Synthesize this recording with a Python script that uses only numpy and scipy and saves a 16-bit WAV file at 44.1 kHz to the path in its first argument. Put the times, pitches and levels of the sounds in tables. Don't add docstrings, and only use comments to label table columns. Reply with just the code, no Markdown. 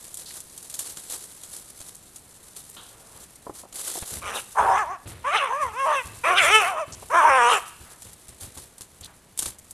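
import sys
import numpy as np
from scipy import signal
from scipy.fft import rfft, irfft, next_fast_len
from scipy.io import wavfile
from scipy.ndimage import uniform_filter1d, map_coordinates

SR = 44100
rng = np.random.default_rng(int(sys.argv[2]) if len(sys.argv) > 2 else 0)


def master_out(mix):
    frames = np.transpose(np.atleast_2d(mix))
    ceiling = np.clip(frames, -1, 1)
    pcm = np.round(ceiling * 32767).astype(np.int16)
    wavfile.write(sys.argv[1], SR, pcm)


N = 429074

# (time [s], pitch [Hz])
SNARL_PITCH = [
    [(4.213, 165.1), (4.31, 206.8), (4.415, 244.4)],
    [(4.545, 468.6), (4.70, 387.7), (4.76, 368), (4.787, 439), (4.81, 421.3), (4.857, 285), (4.93, 400.4),
     (4.975, 316.3)],
    [(5.238, 448.7), (5.275, 562.5), (5.305, 600), (5.36, 900), (5.41, 581.4), (5.44, 554), (5.50, 402)],
    [(5.48, 409), (5.535, 526.5), (5.605, 624.4), (5.635, 542), (5.70, 429), (5.745, 423)],
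    [(5.725, 391), (5.78, 519), (5.81, 550), (5.853, 532), (5.868, 638), (5.96, 554.5), (6.035, 463)],
    [(6.233, 435.5), (6.27, 648.6), (6.315, 745), (6.345, 686.4), (6.38, 818), (6.45, 566.4), (6.53, 866),
     (6.58, 878.3), (6.65, 676), (6.695, 801), (6.765, 600), (6.805, 664), (6.852, 533)],
    [(7.095, 403), (7.14, 655.7), (7.185, 704), (7.22, 584.7), (7.26, 643.4), (7.325, 526), (7.37, 530.4),
     (7.395, 485), (7.47, 467.8), (7.505, 511.8), (7.525, 444.3), (7.56, 420), (7.60, 322)],
]
# (time [s], voice [dB], bared-teeth edge over voice [dB])
SNARL_EFFORT = [
    [(4.23, -38, -6), (4.28, -32, -3), (4.325, -36, -5), (4.37, -30.5, 1.5), (4.39, -39, 2.5)],
    [(4.56, -33, -22.5), (4.588, -12.5, -24.5), (4.636, -23, -20.5), (4.702, -15.5, -26.5),
     (4.796, -22.5, -7), (4.826, -23, -16), (4.858, -36, -21.5), (4.914, -29.5, -18.5),
     (4.95, -35.5, -12.5)],
    [(5.255, -26.5, -13), (5.281, -21.5, -14.5), (5.318, -27, -5.5), (5.355, -17.5, -4.5),
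     (5.393, -28.5, 3.5), (5.434, -21.5, -11.5), (5.485, -32, -5)],
    [(5.503, -29.5, -14), (5.514, -22, -22), (5.592, -29.5, -14), (5.628, -20, -16.5), (5.725, -43.5, -8.5)],
    [(5.745, -36.5, -12), (5.803, -24.5, -9), (5.851, -21, -19), (5.921, -19, -16), (5.991, -28.5, 2.5),
     (6.02, -36.5, -3)],
    [(6.25, -22, -2), (6.31, -17.5, -7), (6.352, -22.5, -9.5), (6.385, -20.5, 7.5), (6.424, -21.5, 1),
     (6.52, -20.5, 0.5), (6.554, -13.5, 2), (6.598, -21.5, -1.5), (6.688, -25, -6.5), (6.75, -30, -24),
     (6.785, -25, -15), (6.825, -27, -18)],
    [(7.115, -27.5, -14), (7.147, -16, -12.5), (7.19, -14, -12), (7.225, -17.5, -12), (7.255, -11, -19.5),
     (7.305, -16.5, -6.5), (7.48, -16, -12), (7.535, -18, -3), (7.585, -27, -5)],
]
# (steady roughness [0-1], doubling strength [ratio], fray of partials [rad],
# hollow depth [dB], half-open jaw resonance [Hz], resting lip resonance [Hz], chest [dB], spit [dB])
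SNARL_CHARACTER = [(0.57, .9, 0.62, -3, 1130, 2650, 9, -6), (0.16, 2.3, 0.049, 1.5, 1244, 2110, -5.5, -13),
                   (.2, 1.16, 0.13, -2, 1140, 2600, -5, -15.5), (0, 0.19, 0.21, 11.5, 1285, 2100, -8, -15),
                   (0.1, 1, 0.02, 0, 1205, 2400, -5.5, -14), (0.08, 1.4, 0.0092, 1, 1180, 2380, 3, -15),
                   (0.2, 1.66, .03, -1.5, 1226, 1910, -0.5, -15)]
# (start [s], end [s], roughness [0-1])
FOLD_BREAKS = [(4.54, 4.7, 0.73), (4.698, 4.79, 0.51), (5.33, 5.475, 0.39), (5.509, 5.536, 0.53),
               (5.855, 5.962, 0.44), (6.245, 6.511, 0.38), (6.593, 6.806, .38), (7.123, 7.171, 0.4),
               (7.21, 7.294, 0.5), (7.494, 7.602, 0.49)]
# (time [s], rise of their resonance [octaves], half length [s])
LIP_PULLS = [(4.365, 0.71, 0.012), (5.377, 0.44, 0.0098), (6.371, 0.52, 0.025), (7.5, 0.58, 0.083)]
FLUTTER_TIMES = [5.44, 5.52, 5.67]
# (frequency [Hz], level [dB])
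BREATH_SPECTRUM = [(300, -0.5), (700, -8.5), (1200, -4), (2200, -5), (5000, 2)]
# (frequency [Hz], level [dB])
THROAT_SPECTRUM = [(150, -26), (300, -22.5), (450, 1), (650, 5.5), (1000, 5), (1300, 2), (1700, -1),
                   (2100, -28), (3000, -70)]
# (frequency [Hz], level [dB])
TEETH_SPECTRUM = [(1200, -63.5), (1700, -2), (2100, -2), (2650, -1), (3050, -7), (3500, -9), (4200, -18.5),
                  (5800, -40), (8000, -49.5)]
# (time [s], resonance [Hz], push of air [dB])
FANG_GAP = [(6.36, 6000, -2), (6.44, 7400, 6), (6.52, 5795, 2.5), (7.3, 5960, -4.5), (7.42, 5250, 0.5),
            (7.52, 7430, 6)]
# (frequency [Hz], level [dB])
SPIT_SPECTRUM = [(3800, -26), (4500, 0), (5700, -8.5), (7200, -8.5), (9300, 1), (11000, -15), (13000, -19)]
# (time [s], level [dB])
GRUNT_PULSES = [(3.467, -31.5), (3.495, -30), (3.634, -41), (3.651, -44), (3.955, -35), (3.974, -34),
                (7.024, -38)]
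# (frequency [Hz], level [dB])
GRUNT_SPECTRUM = [(100, -17), (300, -4.5), (800, -1.5), (1300, -14.5), (2000, -36), (4000, -61)]
# (time [s], level [dB])
HISS_BURSTS = [(2.765, -35.5)]
# (frequency [Hz], level [dB])
HISS_SPECTRUM = [(600, -6.5), (1400, -1.5), (2200, -17), (3100, 0), (3900, -3), (5000, -18.5), (12000, -20)]
# (start [s], end [s], level [dB], mouth resonance [Hz])
HUFF_BREATHS = [(2.861, 3.306, -57, 680), (7.812, 8.035, -55, 1340), (9.036, 9.19, -53, 1260)]
# (time [s], level [dB])
RUSTLE_LEVEL = [(0.0, -47.5), (1.08, -42), (2.22, -53), (2.65, -48), (3.71, -56.5), (3.78, -44),
                (4.69, -46.5), (4.9, -60), (6.34, -45), (6.74, -57.5), (7.02, -47.5), (7.72, -49.5),
                (9.4, -60), (9.73, -57)]
# (start [s], length [s], level [dB])
SNOW_SWEEPS = [(0, 0.049, -42.5), (0.183, 0.049, -39.5), (0.248, 0.14, -42), (0.787, 0.12, -37.5),
               (1.095, 0.06, -33.5), (1.521, 0.068, -38.5), (1.81, 0.079, -43.5), (2.553, 0.018, -42.5),
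               (3.144, 0.078, -48), (3.532, 0.065, -42.5), (3.737, 0.11, -35.5), (3.84, 0.15, -32),
               (4.056, 0.12, -34), (4.329, 0.063, -34.5), (5.066, 0.031, -37.5), (5.609, 0.0084, -37),
               (6.404, 0.044, -32), (6.604, 0.074, -35.5), (7.51, 0.1, -42.5), (7.651, 0.037, -43.5),
               (7.789, 0.13, -50), (8.036, 0.034, -43.5), (8.398, 0.056, -41), (8.539, 0.11, -44),
               (8.807, 0.019, -45), (9.38, 0.11, -36.5)]
# (frequency [Hz], level [dB])
POWDER_SPECTRUM = [(100, -35), (350, -5), (1300, -8.5), (2500, -12), (4000, -4.5), (5300, -6.5),
                   (8100, 1.5), (10700, 2), (13300, -8.5)]
# (time [s], level [dB], brightness [dB per octave])
CRUST_BREAKS = [(0.143, -23, 2), (0.699, -26, -0.5), (0.741, -20.5, -0.5), (0.791, -20, -1.5),
                (0.97, -26, -4), (1.099, -23, -1.5), (1.134, -26.5, -3), (1.434, -26.5, -2),
                (1.803, -27.5, -4), (1.949, -30.5, 2), (2.16, -28.5, -0.5), (2.564, -29, -2.5),
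                (2.698, -30, 18), (3.726, -31, -4), (8.021, -30, -2), (8.283, -30.5, -0.5),
                (8.574, -27.5, -4), (8.809, -26, -3), (9.045, -29.5, -0.5), (9.376, -21, 0.5),
                (9.39, -11, -1.5), (9.423, -17, -3), (9.458, -17, -3), (9.586, -32.5, 3),
                (9.709, -26.5, 4.5)]
# (frequency [Hz], level [dB])
CRUST_SPECTRUM = [(100, -12), (300, -15), (1260, -8), (2100, -12.5), (3400, -1.5), (5200, -2), (7000, 6.5),
                  (9000, 10), (13300, -0.5)]
# (start [s], length [s], level [dB], resonance [Hz])
PLATE_SCRAPES = [(0.255, 0.066, -46, 4380), (0.3, 0.019, -47.5, 2100), (3.78, 0.24, -52, 3520),
                 (6.919, 0.035, -39, 5850), (8.563, 0.029, -48, 900), (9.026, 0.045, -44.5, 3830)]
# (time [s], level [dB])
ICE_TICKS = [(0.042, -23), (0.171, -14), (0.403, -16), (0.577, -16), (0.627, -20), (0.792, -7),
             (8.131, -24), (8.781, -23), (9.009, -21.5)]
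# (time [s], level [dB], thud t60 [s])
LANDINGS = [(3.146, -48, 0.61), (4.023, -38, 0.045), (4.115, -36.5, 0.68), (4.598, -35, 0.9),
            (5.057, -35, 0.52), (5.629, -41, 0.476), (6.047, -37.5, 1), (6.411, -39, 0.99),
            (6.876, -39, 0.73), (7.291, -42.5, 0.74), (7.805, -45, 0.26), (8.05, -45.5, 0.4),
            (8.287, -47, 0.2), (8.419, -41.5, 0.2), (8.472, -47, 0.12), (8.565, -44.5, 0.34),
            (9.01, -46.5, 0.23), (9.455, -43.5, 0.29)]
# (frequency [Hz], level [dB])
GROUND_SPECTRUM = [(25, -40), (60, 1.5), (110, -4.5), (200, -15), (500, -23.5), (2500, -52)]
# (frequency [Hz], level [dB])
PACKING_SPECTRUM = [(150, 0), (400, 5.5), (1300, -0.5), (2500, -1), (4000, -3), (9000, -37)]
# (frequency [Hz], t60 [s])
FOREST_DECAY = [(200, 0.21), (1200, 0.68), (3000, 0.74), (10000, 0.74)]
# (frequency [Hz], level [dB])
NIGHT_SPECTRUM = [(20, -2.5), (80, 4.5), (700, -6.5), (3500, -16), (5000, -18.5), (10000, -22),
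                  (13000, -22)]
# (frequency [Hz], left-right likeness [0-1])
STEREO_LIKENESS = [(3500, 1), (5000, 0.98), (13000, 0.73)]


def snarls(half_open_db=-7.5, edge_db_per_octave=38, chest_hz=562, hollow_ratio=1.334):
    cries, spray = np.zeros(N), np.zeros((2, N))
    for arch, effort, character in zip(SNARL_PITCH, SNARL_EFFORT, SNARL_CHARACTER):
        steady, doubling, fray, hollow_db, jaw_hz, lip_hz, chest_db, spit_db = character
        start, end = arch[0][0], arch[-1][0]
        t = times(start, end)
        pitch, = curves(arch, t)
        voice_db, edge_db = curves(effort, t)
        jaw = jaw_hz * 2 ** ((edge_db - half_open_db) / edge_db_per_octave)
        lips = lip_hz * 2 ** sum(rise * bell(t, s, half) for s, rise, half in LIP_PULLS)
        hollow = (hollow_ratio * jaw, hollow_db)
        reach = 9.8 * 2 ** ((voice_db + 21.5) / 9)
        rough = roughness(t, steady)
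        source, phase = folds(pitch, doubling * doubling_share(pitch, voice_db), rough, fray, reach)
        source = filtered(source, lambda hz: amp(chest_db / (1 + (hz / chest_hz) ** 4)))
        voice = tract(source, THROAT_SPECTRUM, jaw, rest_hz=1050, stretch=0.12,
                      width_hz=160, lift_db=11.5, ripple_db=2.2, hollow=hollow)
        edge = tract(source, TEETH_SPECTRUM, lips, rest_hz=2320, stretch=0.67,
                     width_hz=520, lift_db=5.5, ripple_db=3.5, hollow=hollow)
        envelope = gate(t, start, end, rise_s=0.014, fall_s=0.024) * flutter(t)
        add(cries, start, envelope * amp(voice_db - 1) * (voice + amp(edge_db) * edge))
        add(spray, start, envelope * amp(spit_db) * spit(t, voice_db, edge_db, phase, rough))
    return side_cavities(cries), side_cavities(spray)


def folds(pitch, doubling, rough, fray, reach, jitter=0.045, shimmer_db=2.4, chaos_rad=0.99, puff_hz=300):
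    n = len(pitch)
    waver = jitter * (rough + 0.03) * (wobble(400, n) + 0.6 * wobble(70, n))
    phase = np.pi * np.cumsum(pitch * (1 + waver)) / SR
    tone = np.zeros(n)
    for k in range(1, 17):
        weight = (doubling if k % 2 else 1) / np.hypot(1, k / reach) * np.exp(-rough * (k / 7) ** 2)
        lead = np.pi * k * k / 10
        smear = (fray + chaos_rad * rough ** 2) * max(k - 2, 0) * wobble(450, n)
        tone += weight * np.cos(k * phase + lead + smear)
    tone /= np.sqrt(1 + doubling ** 2)
    puffs = np.exp(np.minimum(puff_hz / pitch, 1) * (np.cos(2 * phase) - 0.5))
    air = 6 * (rough + 0.02) * puffs * coloured(rng.standard_normal(n), BREATH_SPECTRUM)
    shimmer = amp(shimmer_db * rough * wobble(330, n))
    return ((1 - rough) * tone + air) * shimmer, phase


def roughness(t, steady, flip_s=0.0118):
    rough = np.full(len(t), float(steady))
    for start, end, share in FOLD_BREAKS:
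        rough[(t >= start) & (t < end)] = share
    return np.clip(uniform_filter1d(rough, size=int(flip_s * SR)), 0.02, 0.95)


def doubling_share(pitch, voice_db, easy_hz=461, db_per_octave=12, threshold_db=-14, knee_db=5):
    strain_db = voice_db + db_per_octave * np.log2(pitch / easy_hz)
    return 0.5 + 0.5 * np.tanh((strain_db - threshold_db) / knee_db)


def flutter(t, rate_hz=57, depth_db=3, half_s=0.03):
    swing_db = depth_db * sum(bell(t, s, half_s) for s in FLUTTER_TIMES)
    return amp(swing_db * np.sin(2 * np.pi * rate_hz * t + wobble(rate_hz, len(t))))


def tract(source, spectrum, centre_hz, rest_hz, stretch, width_hz, lift_db, ripple_db, hollow=None):
    hz, frames, bands = signal.stft(source, SR, nperseg=512, noverlap=384)
    hz, t = hz[:, None], np.arange(len(source)) / SR
    centre = np.interp(frames, t, centre_hz)
    gain_db = along(spectrum, hz * (rest_hz / centre) ** stretch)
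    gain_db += lift_db * resonance(hz, centre, width_hz)
    if hollow is not None:
        dip_hz, dip_db = hollow
        gain_db -= dip_db * bell(hz, np.interp(frames, t, dip_hz), width=220)
    ripple = uniform_filter1d(rng.standard_normal(bands.shape), size=5, axis=0)
    gain_db += ripple_db * unit(uniform_filter1d(ripple, size=18, axis=1))
    x = signal.istft(bands * amp(gain_db), SR, nperseg=512, noverlap=384)[1][:len(source)]
    return x / np.sqrt(np.abs(uniform_filter1d(x ** 2, size=800)) + 1e-12)


def side_cavities(x, notch_hz=4540, width_hz=560, notch_db=-14):
    return filtered(x, lambda hz: amp(notch_db * bell(hz, notch_hz, width_hz)))


def spit(t, voice_db, edge_db, phase, rough):
    fang_hz, push_db = curves(FANG_GAP, t)
    step = np.gradient(phase)
    overtones = unit(sum(np.cos(k * phase + np.pi * k * k / 10) * (k * step < np.pi)
                         for k in range(1, 40)))
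    level_db = voice_db + 0.48 * edge_db + push_db + 1.8 * wobble(159.2, len(t))
    jets = []
    for _ in range(2):
        source = (1 - rough) ** 2 * overtones + np.sqrt(rough) * rng.standard_normal(len(t))
        jets.append(tract(source, SPIT_SPECTRUM, fang_hz, rest_hz=5900, stretch=0.15,
                          width_hz=450, lift_db=9, ripple_db=4))
    return amp(level_db) * np.array(jets)


def grunts():
    return bursts(GRUNT_PULSES, GRUNT_SPECTRUM, rise_s=0.001, t60=0.046, gain_db=-18)


def warning_hiss():
    return bursts(HISS_BURSTS, HISS_SPECTRUM, rise_s=0.00059, t60=0.52, gain_db=-16.5)


def huffs(width_hz=800):
    out = np.zeros(N)
    for start, end, db, mouth_hz in HUFF_BREATHS:
        t = times(start, end)
        air = filtered(rng.standard_normal(len(t)), lambda hz: resonance(hz, mouth_hz, width_hz))
        add(out, start, amp(db) * gate(t, start, end, rise_s=0.069, fall_s=0.12) * unit(air))
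    return out


def stirred_snow(rise_s=0.013, settle_t60=0.2):
    t = np.arange(N) / SR
    rustle_db, = curves(RUSTLE_LEVEL, t)
    power = amp(rustle_db + 1) ** 2
    age = t[:SR]
    for start, length, db in SNOW_SWEEPS:
        shape = np.minimum(age / rise_s, 1) * decay(np.maximum(age - length, 0), settle_t60)
        add(power, start, (amp(db) * shape) ** 2)
    clumps_db = 1.74 * wobble(30, N) + 2 * wobble(170, N)
    return np.sqrt(power) * amp(clumps_db - 1.5) * grains(POWDER_SPECTRUM, N, rate=1700, spike_db=2.5)


def crunches(snap_t60=0.03, crumble_t60=0.11, gain_db=-23.5):
    out, t = np.zeros((2, N)), np.arange(SR // 4) / SR
    for start, db, brightness in CRUST_BREAKS:
        crumble = decay(t, crumble_t60) * amp(5.4 * wobble(404, len(t)))
        colour = [(hz, level + brightness * np.log2(hz)) for hz, level in CRUST_SPECTRUM]
        crystals = grains(colour, len(t), rate=2900, spike_db=0.5)
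        add(out, start, amp(db + gain_db) * unit((decay(t, snap_t60) + crumble) * crystals))
    return out


def scrapes(sharpness=4.2, edge_s=0.007):
    out = np.zeros((2, N))
    for start, length, db, plate_hz in PLATE_SCRAPES:
        t = times(0, length)
        rub = grains(CRUST_SPECTRUM, len(t), rate=500, spike_db=3)
        ring = filtered(rub, lambda hz: resonance(hz, plate_hz, plate_hz / sharpness))
        add(out, start, amp(db) * gate(t, 0, length, edge_s, edge_s) * unit(ring))
    return out


def ice_ticks():
    return np.array([bursts(ICE_TICKS, CRUST_SPECTRUM, rise_s=0.000348, t60=0.045, gain_db=-35)
                     for _ in range(2)])


def footfalls(creak_stretch=2.1):
    thuds = sum(bursts([(s, db)], GROUND_SPECTRUM, rise_s=0.0013, t60=t60, gain_db=-11.5)
                for s, db, t60 in LANDINGS)
    creaks = sum(bursts([(s, db)], PACKING_SPECTRUM, rise_s=0.0015, t60=creak_stretch * t60, gain_db=-18)
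                 for s, db, t60 in LANDINGS)
    return thuds + creaks * amp(3.07 * wobble(300, N))


def forest(x):
    hz, t, bands = signal.stft(rng.standard_normal(SR), SR, nperseg=256)
    tail = signal.istft(bands * decay(t, along(FOREST_DECAY, hz)[:, None]), SR, nperseg=256)[1]
    return signal.fftconvolve(x, tail / np.linalg.norm(tail))[:N]


def night_air():
    return amp(-56) * coloured(rng.standard_normal((2, N)), NIGHT_SPECTRUM)


def bursts(rows, spectrum, rise_s, t60, gain_db):
    out, t = np.zeros(N), np.arange(SR // 3) / SR
    shape = (1 - np.exp(-t / rise_s)) * decay(t, t60)
    for start, db in rows:
        noise = coloured(rng.standard_normal(len(t)), spectrum)
        add(out, start, amp(db + gain_db) * unit(noise * shape))
    return out


def grains(spectrum, n, rate, spike_db):
    return coloured(rng.standard_normal((2, n)) * amp(spike_db * wobble(rate, n)), spectrum)


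def spread(pair):
    turn = lambda hz: np.arccos(np.clip(along(STEREO_LIKENESS, hz), 0, 1)) / 2
    mid, side = filtered(pair, lambda hz: np.array([np.cos(turn(hz)), np.sin(turn(hz))]))
    return np.array([mid + side, mid - side])


def gate(t, start, end, rise_s, fall_s):
    attack = np.sin(np.pi / 2 * np.clip((t - start) / rise_s, 0, 1))
    release = np.sin(np.pi / 2 * np.clip((end - t) / fall_s, 0, 1))
    return (attack * release) ** 2


def decay(t, t60):
    return amp(-60 * t / t60)


def bell(x, centre, width):
    return np.exp(-((x - centre) / width) ** 2)


def resonance(hz, centre, width):
    return 1 / (1 + ((hz - centre) / width) ** 2)


def amp(db):
    return 10 ** (np.asarray(db) / 20)


def unit(x):
    return x / np.sqrt(np.mean(x ** 2) + 1e-20)


def times(start, end):
    return np.arange(round(start * SR), round(end * SR)) / SR


def along(points, hz):
    knots_hz, values = np.transpose(points)
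    return np.interp(np.log(hz + 1), np.log(knots_hz + 1), values)


def curves(rows, t):
    knots_s, *columns = np.transpose(rows)
    return [np.interp(t, knots_s, column) for column in columns]


def wobble(rate, n):
    return map_coordinates(rng.standard_normal(int(n * rate / SR) + 4), [np.arange(n) * rate / SR])


def filtered(x, response):
    n = x.shape[-1]
    padded = next_fast_len(n + 8192)
    return irfft(rfft(x, padded) * response(np.fft.rfftfreq(padded, 1 / SR)), padded)[..., :n]


def coloured(x, spectrum):
    return unit(filtered(x, lambda hz: amp(along(spectrum, hz))))


def add(track, start, x):
    part = track[..., max(round(start * SR), 0):][..., :x.shape[-1]]
    part += x[..., :part.shape[-1]]


def scene():
    warnings = grunts() + warning_hiss()
    ticks = ice_ticks()
    cries, spray = snarls()
    voices = cries + warnings + huffs()
    answer = amp(-15.5) * np.array([forest(voices), forest(voices)])
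    air = night_air()
    steps = footfalls()
    snow = stirred_snow() + crunches() + scrapes() + ticks
    return voices + steps + spread(snow + spray + air + answer)


def record(dry):
    return filtered(dry, lambda hz: hz < 13300)


dry = scene()
out = record(dry)
master_out(out)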